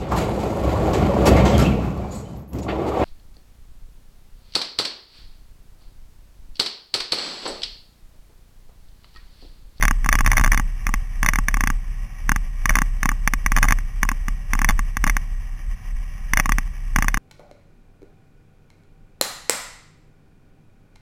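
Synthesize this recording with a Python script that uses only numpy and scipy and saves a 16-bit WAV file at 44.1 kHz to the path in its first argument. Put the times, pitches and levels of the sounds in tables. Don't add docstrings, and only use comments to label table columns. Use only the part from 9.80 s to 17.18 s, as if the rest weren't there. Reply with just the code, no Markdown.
import sys
import numpy as np
from scipy import signal
from scipy.fft import rfft, irfft
from scipy.io import wavfile

SR = 44100
rng = np.random.default_rng(int(sys.argv[2]) if len(sys.argv) > 2 else 0)


def store_wav(level_fs):
    pcm = np.round(np.clip(np.atleast_2d(level_fs), -1, 1) * 32767)
    wavfile.write(sys.argv[1], SR, pcm.T.astype(np.int16))


N = 325458


def gain_of(db):
    return 10 ** (np.asarray(db) / 20)


def evened(x):
    return x / np.sqrt(np.mean(x ** 2) + 1e-20)


def spectrum(points, hz):
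    f, db = np.transpose(points)
    return gain_of(np.interp(np.log(hz + 1), np.log(f + 1), db))


def resonances(modes, hz):
    powers = (gain_of(db) ** 2 / (1 + ((hz - f) / width) ** 2) ** 2 for f, width, db in modes)
    return np.sqrt(sum(powers))


def causal(gain):
    log_gain = np.log(np.maximum(gain, 1e-5))
    circle = np.concatenate([log_gain, log_gain[-2:0:-1]])
    return np.exp(np.conj(signal.hilbert(circle)))[:len(gain)]


def coloured(drive, colour):
    return evened(irfft(rfft(drive) * colour, N))


def drift(rate_hz):
    hz = np.fft.rfftfreq(N, 1 / SR)
    return coloured(rng.standard_normal(N), hz * np.exp(-hz / rate_hz))


def swell(depth_db=1.4, rate_hz=6.3):
    return gain_of(depth_db * drift(rate_hz))


def add(mix, start, sound):
    part = mix[max(start, 0):][:len(sound)]
    part += sound[:len(part)]


REST_DB, SURGE_DB, BUILD_S, SETTLE_S = -27, -23, 0.032, 0.06
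SHAKE_HZ, SAG_HZ_PER_DB = 31.97, 0.11
REBOUND_S = 0.0132


def shaking(tight_db=4.0):
    t = np.arange(0, N, 64) / SR
    times = np.array(CONTACT_TIMES)[:, 0]
    since = t[:, None] - times
    tight = np.diff(times, prepend=-1) < REBOUND_S
    surges = np.exp(-abs(since) / np.where(since < 0, BUILD_S, SETTLE_S))
    power = gain_of(REST_DB) ** 2 + surges @ gain_of(SURGE_DB + tight_db * tight) ** 2
    return np.interp(np.arange(N) / SR, t, 10 * np.log10(power))


def shake(turns, shake_db, second_db=-25.5, wobble=0.068, wobble_hz=6.55, beat_db=-35.0, beat_hz=3.8):
    angle = 2 * np.pi * (turns + wobble * drift(wobble_hz))
    swing = np.sin(angle) + gain_of(second_db) * np.sin(2 * angle)
    size = gain_of(shake_db) + gain_of(beat_db) * drift(beat_hz)
    return size * np.sqrt(2) * swing


RUMBLE_DB = -36.5
# f/Hz, level/dB (per Hz)
FLOOR_THRUM = [(12, -33), (25, -6.5), (48, 0), (66, -6), (90, -6.5), (135, -10.5), (190, -16), (260, -28),
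               (340, -37), (700, -46.5)]


def rumble(shake_db, follow=0.51, boom_hz=95, boom_width_hz=30, boom_from_db=-16, boom_db=-36, boom_follow=3.0):
    hz = np.fft.rfftfreq(N, 1 / SR)
    thrum = coloured(rng.standard_normal(N), spectrum(FLOOR_THRUM, hz))
    boom = coloured(rng.standard_normal(N), resonances([(boom_hz, boom_width_hz, 0)], hz))
    thrum_gain = gain_of(RUMBLE_DB + follow * (shake_db - shake_db.mean()))
    boom_gain = gain_of(boom_db + boom_follow * (shake_db - boom_from_db))
    return thrum_gain * thrum + boom_gain * boom


HISS_DB, TICKS_DB = -49, -57
# f/Hz, level/dB (per Hz)
CLATTER = [(60, -43), (300, -7), (450, -12), (700, -14), (1000, -7.5), (1400, -15.5), (1700, -1),
           (2400, -7), (3000, -8), (3500, -19), (4000, -31)]
# f/Hz, half width/Hz, level/dB
HUMMING_MODES = [(570, 17, -2), (763, 54, -1), (1127, 136, -0.5), (1898, 44, 6), (2280, 65, 1.5),
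                 (2765, 30, -4)]


def hiss(turns, shake_db, throb=0.044, follow=0.27, ticks_per_s=110, spread_db=4.0):
    hz = np.fft.rfftfreq(N, 1 / SR)
    colour = causal(np.hypot(spectrum(CLATTER, hz), resonances(HUMMING_MODES, hz)))
    wash = rng.standard_normal(N) * (1 + throb * np.sin(2 * np.pi * turns))
    sizes = gain_of(spread_db * np.minimum(rng.exponential(1, N), 3)) * rng.choice([-1, 1], N)
    ticks = sizes * (rng.random(N) < ticks_per_s / SR)
    mix = gain_of(HISS_DB) * coloured(wash, colour) + gain_of(TICKS_DB) * coloured(ticks, colour)
    return mix * gain_of(follow * (shake_db - shake_db.mean()))


TAP_CHANCE, TAP_WITHIN_S, TAP_DB = .45, .045, -24
# t/s, level/dB (relative), hardness (0-1)
CONTACT_TIMES = [(0.0097, -12, 0.84), (0.0253, 4, 0.72), (0.0355, -3.0, 0.34), (0.0527, 0.5, 0.56),
                 (0.081, 1.5, 0.68), (0.11, 0, 0.35), (0.2448, -9.5, 0.52), (0.261, -4, 0.2),
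                 (0.2896, 4.0, 0.58), (0.3165, -14, 0.8), (0.3272, 5.0, 0.68), (0.3398, -9, 0),
                 (0.3538, 0.5, 0.54), (0.388, -2, 0.71), (0.4074, -0.5, 0.37), (0.4468, -10.5, 0.26),
                 (0.4626, 2.5, 0.7), (0.4755, -1.5, 0.3), (0.5025, -17, 0.7), (0.5166, 3.5, 0.71),
                 (0.532, -3.0, 0.35), (0.5691, 3.5, 0.76), (0.5803, 2, 0.6), (0.5966, -2.5, 0.3),
                 (0.612, -4.0, 0.3), (0.6384, -1, 0.5), (0.645, 1.5, 0.65), (0.6618, -3.0, 0.3),
                 (0.6768, -5.5, 0.36), (0.718, 3.5, 0.81), (0.7319, -4.5, 0.31), (0.7452, -2.5, 0.42),
                 (0.7754, -1, 0.6), (0.7972, -4.0, 0.2), (1.0677, -2.5, 0.66), (1.091, -9.5, 0.1),
                 (1.1397, -1, 0.5), (1.4301, 1.0, 0.53), (1.4464, -8.5, 0.1), (1.4619, 2, 0.69),
                 (1.4877, 5.5, 0.67), (1.5349, -2.5, 0.54), (1.5575, -1.5, 0.63), (1.5869, -1.5, 0.29),
                 (1.684, 2.5, 0.69), (1.742, -1.5, 0.62), (1.7701, -6.5, 0.27), (1.8073, -0.5, 0.55),
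                 (1.8375, -1.5, 0.37), (1.8733, 0.0, 0.6), (1.9017, -3.5, 0.24), (2.493, 2.5, 0.49),
                 (2.518, 1.5, 0.3), (2.561, -3.5, 0.47), (2.8565, 2.0, 0.62), (2.8935, 3.0, 0.83),
                 (2.9052, -4.5, 0.1), (2.9383, -18, 0.7), (2.9547, 4.0, 0.67), (2.9679, -4, 0.13),
                 (2.987, 1, 0.54), (3.0183, 0.0, 0.29), (3.2307, 0.0, 0.6), (3.2566, 0.0, 0.36),
                 (3.2906, 1.0, 0.57), (3.3163, -7.5, 0), (3.4755, 4.0, 0.54), (3.5362, 0.5, 0.59),
                 (3.6622, 2.5, 0.64), (3.7192, -0.5, 0.5), (3.7644, 1.5, 0.74), (3.774, -1.5, 0.23),
                 (3.785, -3, 0.51), (3.8285, 5.5, 0.74), (3.842, -2.5, 0.28), (3.8527, -7, 0.1),
                 (3.885, 1, 0.75), (3.9078, -0.5, 0.48), (3.923, 3.5, 0.5), (3.9868, -14, 0.46),
                 (4.2309, 3.5, 0.49), (4.251, -12, 0), (4.2896, 0.0, 0.64), (4.3159, -6.0, 0.2),
                 (4.483, -7.5, 0.39), (4.734, 0.5, 0.58), (4.7521, -8.0, 0), (4.7908, -5, 0.58),
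                 (4.817, -1, 0.32), (4.8457, 2.5, 0.64), (4.8888, 3, 0.79), (4.8967, -2.5, 0.2),
                 (4.9073, -5, 0.32), (4.9922, -4, 0.38), (5.1691, -2.5, 0.51), (5.2407, 1.0, 0.5),
                 (5.2669, -3.5, 0.1), (5.2754, -3.0, 0.72), (5.297, 0.5, 0.63), (5.3672, -0.5, 0.57),
                 (6.5349, 4.0, 0.58), (6.5725, 4.5, 0.73), (6.5984, 4.5, 0.68), (6.6578, -2.5, 0.46),
                 (6.6928, -1.0, 0.29), (6.7206, 0.5, 0.62), (6.784, -1.5, 0.55), (7.1609, 3.5, 0.53),
                 (7.1861, -2.0, 0.22), (7.2238, 0, 0.6), (7.2444, -8.0, 0.09), (7.2828, 2.0, 0.66),
                 (7.3432, 0.5, 0.58), (7.3726, -5.0, 0.27)]


def contacts():
    rows, before = [], -1
    chances = rng.random((len(CONTACT_TIMES), 2))
    for (s, db, hardness), (luck, place) in zip(CONTACT_TIMES, chances):
        gap = s - before
        rebound = 1 / (1 + (gap / REBOUND_S) ** 6)
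        rows.append((s, db, hardness, rebound))
        if REBOUND_S < gap < TAP_WITHIN_S and luck < TAP_CHANCE:
            rows.append((s - gap * (.5 + place) / 2, TAP_DB, .5, 0))
        before = s
    return rows


def spread(hz, centre_hz=1750, width_hz=1500):
    return np.exp(-2j * np.arctan2(hz * width_hz, centre_hz ** 2 - hz ** 2))


def chatter(hz, hardness, bounce=0.85, from_hardness=0.73, fade=0.072,
            gaps_s=(.0009, .0019, .0036), shares=(.6, 1, .35)):
    sizes = bounce * np.array(shares) / (0.5 + np.exp((from_hardness - hardness) / fade))
    delays = np.array(gaps_s) * (1 + 0.29 * rng.uniform(-0.97, 1, len(gaps_s)))
    bounces = sizes @ np.exp(-2j * np.pi * delays[:, None] * hz)
    return (1 + bounces) / np.sqrt(1 + sum(sizes ** 2))


KNOCK_DB = 23
# f/Hz, half width/Hz, level/dB
FITTING_MODES = [(95, 38, -7), (164, 59.5, -1.5), (237, 49.7, -2.5), (654, 56, -17), (845, 88, -7.5),
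                 (1124, 90.4, 0), (1225, 64, -11.5), (1669, 182, 0), (1925, 77, -4.5), (2070, 116, -2),
                 (2230, 74, -6.5), (2515, 72, -9.5), (2777, 51, -12), (3040, 91, -18), (3498, 94, -16.5)]
# f/Hz, level/dB
HARD_CONTACT = [(100, -13), (250, -14.5), (420, -5), (620, 10), (850, -12.5), (1200, -9.5), (1700, 12.5),
                (2000, 13), (2350, 33.5), (2770, -3), (3450, 20.5)]
# f/Hz, level/dB
QUICK_REBOUND = [(100, 2.5), (200, -7.5), (420, 0), (620, 11.5), (850, -0.5), (2770, -2), (3450, 8)]


def knocks(hits, size=2048, thud_hz=400, scatter_db=1.6, detune=0.021):
    hz, out = np.fft.rfftfreq(size, 1 / SR), np.zeros(N)
    crack = 1 - 1 / (1 + (hz / thud_hz) ** 4)
    plain = np.linalg.norm(resonances(FITTING_MODES, hz) * crack)
    for s, db, hardness, rebound in hits:
        spot = rng.standard_normal((len(FITTING_MODES), 2))
        modes = [(f * (1 + detune * bend), width, level + scatter_db * shift)
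                 for (f, width, level), (shift, bend) in zip(FITTING_MODES, spot)]
        contact_colour = spectrum(HARD_CONTACT, hz) ** (hardness - .5)
        rebound_colour = spectrum(QUICK_REBOUND, hz) ** rebound
        gain = resonances(modes, hz) * contact_colour * rebound_colour
        start, rest = divmod(s * SR, 1)
        part_sample_delay = np.exp(-2j * np.pi * hz * rest / SR)
        blow = causal(gain) * spread(hz) * chatter(hz, hardness) * part_sample_delay
        side = -1 if hardness > .5 else 1
        strength = gain_of(KNOCK_DB + db) * plain / np.linalg.norm(blow * crack)
        add(out, int(start), side * strength * irfft(blow))
    return out


def cabin(x, wet_db=-24.0, t60=0.05, jolt_hz=60, jolt_t60=0.11, jolt_db=-54.5):
    t = np.arange(4096) / SR
    tail = rng.standard_normal(len(t)) * gain_of(-60 * t / t60)
    jolt = np.sin(2 * np.pi * jolt_hz * t) * gain_of(jolt_db - 60 * t / jolt_t60)
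    response = gain_of(wet_db) * tail / np.linalg.norm(tail) + jolt
    return x + signal.oaconvolve(x, response)[:N]


SCRAPE_DB = -31.5


def scrape(hits, grains_per_s=450, from_hardness=.72, fade=0.035, groan=(640, 130, -3)):
    hz, slide = np.fft.rfftfreq(N, 1 / SR), np.zeros(N)
    stroke = np.hanning(int(.07 * SR))
    for s, db, hardness, _ in hits:
        loose = 1 / (1 + np.exp((from_hardness - hardness) / fade))
        add(slide, int(s * SR) - len(stroke) // 3, gain_of(db) * loose * stroke)
    grains = rng.standard_normal(N) * (rng.random(N) < grains_per_s / SR)
    colour = causal(resonances([*FITTING_MODES, groan], hz))
    return gain_of(SCRAPE_DB) * slide * coloured(grains, colour)


def scene():
    shake_db = shaking()
    turns = np.cumsum(SHAKE_HZ - SAG_HZ_PER_DB * (shake_db - shake_db.mean())) / SR
    engine = shake(turns, shake_db) + rumble(shake_db) + hiss(turns, shake_db) * swell()
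    hits = contacts()
    return (engine + scrape(hits) + cabin(knocks(hits)))[None]


HOLD_HZ, CLOCK_HZ, EDGE_HZ = 8000, 48000, 15700


def record(dry):
    slow = signal.resample_poly(dry[0], HOLD_HZ, SR, window=("kaiser", 3))
    steps = np.repeat(slow, CLOCK_HZ // HOLD_HZ)
    held = signal.resample_poly(steps, SR, CLOCK_HZ)[:N]
    clipped = np.clip(held, -.93, .93)
    band_limit = signal.firwin(255, EDGE_HZ, window=("kaiser", 9), fs=SR)
    return signal.oaconvolve(clipped, band_limit, "same")[None]


dry = scene()
out = record(dry)
store_wav(out)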